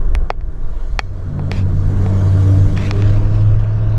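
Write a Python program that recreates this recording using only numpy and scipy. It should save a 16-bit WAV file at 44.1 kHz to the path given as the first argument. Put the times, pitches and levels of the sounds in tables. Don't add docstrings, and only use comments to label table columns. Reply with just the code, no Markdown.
import sys
import numpy as np
from scipy import signal
from scipy.fft import rfft, irfft
from scipy.io import wavfile
from scipy.ndimage import uniform_filter1d

SR = 44100
rng = np.random.default_rng(int(sys.argv[2]) if len(sys.argv) > 2 else 0)


def to_wav(sig):
    pcm = np.clip(np.atleast_2d(sig), -1, 1) * 32767
    pcm = np.round(pcm).astype(np.int16)
    wavfile.write(sys.argv[1], SR, pcm.T)


N = 175518
TIME = np.arange(N) / SR


def gain_of(db):
    return 10 ** (np.asarray(db) / 20)


def evened(x):
    return x / np.sqrt(np.mean(abs(x) ** 2) + 1e-20)


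def curve(rows, column=1):
    rows = np.array(rows)
    return np.interp(TIME, rows[:, 0], rows[:, column])


def add(mix, start_s, sound):
    part = mix[max(round(start_s * SR), 0):][:len(sound)]
    part += sound[:len(part)]


def noise(spectrum):
    hz, db = np.transpose(spectrum)
    shape = gain_of(np.interp(np.log(np.fft.rfftfreq(N, 1 / SR) + 1), np.log(hz), db))
    return evened(irfft(rfft(rng.standard_normal(N)) * shape, N))


def wander(rate_hz):
    smoothing = 1 + (np.fft.rfftfreq(N, 1 / SR) / rate_hz) ** 2
    return evened(irfft(rfft(rng.standard_normal(N)) / smoothing, N))


def steadied(x, span_s):
    return x / np.sqrt(abs(uniform_filter1d(x ** 2, int(span_s * SR))) + 1e-9)


def patchy(x, depth_db, band_hz=400, swell_s=.06):
    bands = signal.stft(x, nperseg=1024, noverlap=768)[2]
    bin_hz, frame_s = SR / 1024, 256 / SR
    swells = uniform_filter1d(rng.standard_normal(bands.shape), int(band_hz / bin_hz), axis=0)
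    swells = evened(uniform_filter1d(swells, int(swell_s / frame_s), axis=1))
    return evened(signal.istft(bands * gain_of(depth_db * swells), nperseg=1024, noverlap=768)[1][:N])


def tone(hz, unsteady, rate_hz):
    waver = unsteady * (wander(rate_hz) + 1j * wander(rate_hz)) / np.sqrt(2)
    wave = np.exp(2j * np.pi * (np.cumsum(hz) / SR + rng.random()))
    return np.sqrt(2) * ((np.sqrt(1 - unsteady ** 2) + waver) * wave).real


def gate(start, end, rise_s=.07, fall_s=.07):
    return np.clip((TIME - start) / rise_s, 0, 1) * np.clip((end - TIME) / fall_s, 0, 1)


def ring(hz, db, ring_s):
    t = np.arange(SR // 10) / SR
    return gain_of(db - 60 * t / ring_s) * np.sin(2 * np.pi * hz * t)


def cabin(x, echo_db, ring_s=.04):
    t = np.arange(SR // 10) / SR
    tail = rng.standard_normal(len(t)) * gain_of(-60 * t / ring_s)
    return x + gain_of(echo_db) * signal.fftconvolve(x, tail / np.linalg.norm(tail))[:N]


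# time in seconds, level in dB.
RUMBLE_LEVELS = [(0, -10.5), (.23, -11), (.29, -22.5), (.45, -17.5), (.56, -21.5), (.66, -12.5), (.78, -18),
                 (.93, -15.5), (1.05, -22.5), (1.32, -25), (1.6, -20), (1.85, -14.5), (2.1, -20.5),
                 (2.5, -26.5), (2.69, -12.5), (2.82, -23), (3.2, -12), (3.45, -18), (3.56, -11.5),
                 (3.7, -21.5), (3.98, -15.5)]
# frequency in Hz, relative level in dB.
RUMBLE_COLOUR = [(5, -19), (22, -2.5), (32, -6.5), (42, -10), (55, -17.5), (75, -21.5), (95, -35),
                 (150, -33), (230, -60), (600, -130)]


def body_rumble():
    return gain_of(curve(RUMBLE_LEVELS)) * steadied(noise(RUMBLE_COLOUR), span_s=.077)


# time in seconds, low roar in dB, upper roar in dB.
ROAR_LEVELS = [(0, -35, -39), (.25, -31, -39.5), (.36, -37.5, -48), (.55, -34, -44.5), (.8, -39.5, -40.5),
               (1.05, -34.5, -45.5), (1.4, -30, -37.5), (1.7, -24, -38.5), (2.1, -26, -32),
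               (2.4, -22.5, -32.5), (2.8, -25.5, -34.5), (3.05, -23, -33), (3.35, -28.5, -35),
               (3.65, -36.5, -35.5), (3.98, -28.5, -34.5)]
# frequency in Hz, relative level in dB.
LOW_ROAR_COLOUR = [(40, -14), (72, 2.5), (130, -5.5), (175, -4.5), (220, -16), (330, -15.5), (450, -22),
                   (3000, -100)]
UPPER_ROAR_COLOUR = [(150, -9.5), (330, 1), (430, 1.5), (520, 0.5), (640, 2.5), (800, -6.5), (1000, -6.5),
                     (1300, -6.5), (1550, -11.5), (1800, -16), (2200, -27.5), (3000, -29), (14000, -86)]


def road_roar():
    low = gain_of(curve(ROAR_LEVELS)) * steadied(noise(LOW_ROAR_COLOUR), span_s=.4)
    upper_db = curve(ROAR_LEVELS, column=2) + .5 * wander(rate_hz=49)
    upper = evened(cabin(noise(UPPER_ROAR_COLOUR), echo_db=-11))
    return low + gain_of(upper_db) * patchy(upper, depth_db=1)


# time in seconds, level in dB.
HISS_LEVELS = [(0, -59), (.28, -62.5), (.36, -69.5), (.55, -60.5), (.85, -55), (1.1, -59.5), (1.7, -54),
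               (2.05, -47.5), (2.45, -44), (2.7, -45.5), (3.0, -52), (3.4, -56), (3.98, -79)]
# frequency in Hz, relative level in dB.
HISS_COLOUR = [(800, -3.5), (2000, 0.5), (2800, -4.5), (3400, 0), (3900, -2.5), (4300, -4), (5200, -5.5),
               (6400, -4.5), (8500, -10), (11000, -19.5), (13000, -19), (14500, -31.5)]
# start and end in seconds, pitch in Hz, level in dB.
GAP_WHISTLE = (.62, 3, 4169, -69.5)


def wind():
    hiss_db = curve(HISS_LEVELS) + .5 * wander(rate_hz=27)
    hiss = patchy(evened(cabin(noise(HISS_COLOUR), echo_db=-11)), depth_db=2)
    start, end, hz, db = GAP_WHISTLE
    whistle = gain_of(db) * gate(start, end) * tone(np.full(N, hz), unsteady=1, rate_hz=35)
    return gain_of(hiss_db) * hiss + whistle


# pitch in Hz, relative level in dB, ring time in seconds.
CASE_NOTES = [(412, -22.5, 0.025), (769, -3, 0.0098), (1326, -3, 0.0056), (1830, -1.5, 0.0067),
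              (2476, -0.5, 0.0041), (2200, -33.5, 0.061), (3320, -17.5, 0.012), (4496, -9.5, 0.0059),
              (5400, -12, 0.0051), (6950, -16.5, 0.0018)]
# start in seconds, ring level in dB, brightness in dB per octave, ring time multiplier,
# pitch muted because the blow lands on its still point in Hz, knock pitch in Hz, knock level in dB, tick level
# in dB.
CASE_CLICKS = [(0.151, -10.5, 1, 0.93, 4440, 300, -20, -23.5),
               (0.3033, -4.5, -4.5, 1.4, 2080, 430, -18, -37), (0.41, -33, -2, 1.07, 3200, 490, -59, -70),
               (0.9918, -3.5, 0, 1.9, 574, 294, -17, -27), (1.394, -25.5, -7.5, 1.5, 1900, 490, -49, -47),
               (1.5155, -11, 1, 1.36, 1349, 400, -17, -28), (2.0628, -21, -6, 1, 1500, 450, -29, -61),
               (2.775, -20, 3.5, 3, 4930, 490, -33, -38), (2.9108, -9, 2, 1.3, 1975, 710, -34, -34),
               (3.022, -17.5, 3.5, 0.75, 4900, 483, -41, -67)]


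def case_clicks():
    out = np.zeros(N)
    for start, db, brightness, stretch, node_hz, knock_hz, knock_db, tick_db in CASE_CLICKS:
        for k, (hz, note_db, ring_s) in enumerate(CASE_NOTES):
            chance_db, detune = rng.uniform(-1, 1), rng.uniform(-.025, .025)
            node_db = -6 * np.exp(-(np.log2(hz / node_hz) / .35) ** 2)
            level_db = db + note_db + node_db + brightness * np.log2(hz / 1800) + chance_db
            add(out, start, (-1) ** k * ring(hz * (1 + detune), level_db, ring_s * stretch))
        add(out, start, ring(knock_hz, knock_db, ring_s=.016))
        add(out, start, ring(hz=9740, db=tick_db, ring_s=.0018))
    return cabin(out, echo_db=-17)


# time in seconds, pitch in Hz.
HUM_PITCH = [(1.0, 91.1), (1.4, 94), (2.65, 96.75), (3.0, 101.1), (3.4, 104.2), (3.98, 107.2)]
# time in seconds, level in dB.
HUM_LEVELS = [(0.9, -54), (1.06, -25.5), (1.38, -25), (1.6, -15), (1.85, -16.5), (2.2, -13), (2.42, -9.5),
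              (2.62, -9.5), (2.71, -18), (2.92, -17), (3.04, -9.5), (3.25, -16), (3.5, -10), (3.63, -15.5),
              (3.98, -14)]
# time in seconds, level in dB at twice the pitch, then at three times.
OVERTONE_LEVELS = [(1.0, -56, -60.5), (1.4, -32, -40.5), (1.8, -38.5, -41.5), (2.1, -26, -40),
                   (2.52, -40.5, -26.5), (2.78, -26, -34), (3.05, -41, -31), (3.38, -35.5, -34.5),
                   (3.56, -49, -45.5), (3.98, -45.5, -44.5)]
# multiple of the pitch, level in dB relative to that capped level.
HIGH_OVERTONES = [(4, -8.5), (5, -6), (6, -9)]


def tyre_hum(ceiling_db=-36):
    hz, third_db = curve(HUM_PITCH), curve(OVERTONE_LEVELS, column=2)
    lowest = gain_of(curve(HUM_LEVELS)) * tone(hz, unsteady=.2, rate_hz=31)
    second = gain_of(curve(OVERTONE_LEVELS)) * tone(2 * hz, unsteady=.6, rate_hz=4.7)
    third = gain_of(third_db) * tone(3 * hz, unsteady=.25, rate_hz=4)
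    high = sum(gain_of(db) * tone(k * hz, unsteady=.9, rate_hz=9) for k, db in HIGH_OVERTONES)
    return lowest + second + third + gain_of(np.minimum(third_db, ceiling_db)) * high


# start and end in seconds, first and last pitch in Hz, level in dB.
DECK_DRONES = [(1.235, 2.9, 145, 152, -26.5), (3, 4.2, 158, 175, -34), (1.21, 2.1, 240, 242, -37.5),
               (1.65, 2.45, 303, 299, -37), (2.89, 3.07, 399, 404, -30), (1.93, 2.17, 360, 500, -34.5)]


def deck_drones():
    out = np.zeros(N)
    for start, end, first_hz, last_hz, db in DECK_DRONES:
        hz = curve([(start, first_hz), (end, last_hz)])
        out += gain_of(db) * gate(start, end) * tone(hz, unsteady=.5, rate_hz=7)
    return out


# start in seconds, length in seconds, level in dB.
RUB_STROKES = [(1.508, 0.13, -36), (2.759, 0.17, -35.5), (2.926, 0.27, -41), (3.152, 0.29, -49),
               (3.32, 0.12, -55), (3.403, 0.78, -50)]
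# frequency in Hz, relative level in dB.
RUB_COLOUR = [(400, -10), (1200, 0), (1850, 2), (2100, -0.5), (2500, 2), (3000, -1.5), (3450, -3.5),
              (4650, -7.5), (5500, -8), (6800, -14.5), (8500, -21.5), (13500, -37), (15000, -47)]


def mount_rubs():
    strokes = sum(gain_of(db) * gate(start, start + length, rise_s=.0083, fall_s=.058)
                  for start, length, db in RUB_STROKES)
    scrape = patchy(noise(RUB_COLOUR), depth_db=3)
    grain = np.exp(.17 * wander(rate_hz=72))
    return strokes * evened(scrape * grain)


def scene():
    driving = tyre_hum() + deck_drones() + body_rumble() + road_roar() + wind()
    return (driving + mount_rubs() + case_clicks())[None]


def record(dry):
    faded = dry * np.minimum(TIME / .006, 1)
    treble_cut = signal.firwin(255, 14500, window=("kaiser", 9), fs=SR)
    return signal.oaconvolve(np.clip(faded, -1, 1), treble_cut[None], "same")


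dry = scene()
out = record(dry)
to_wav(out)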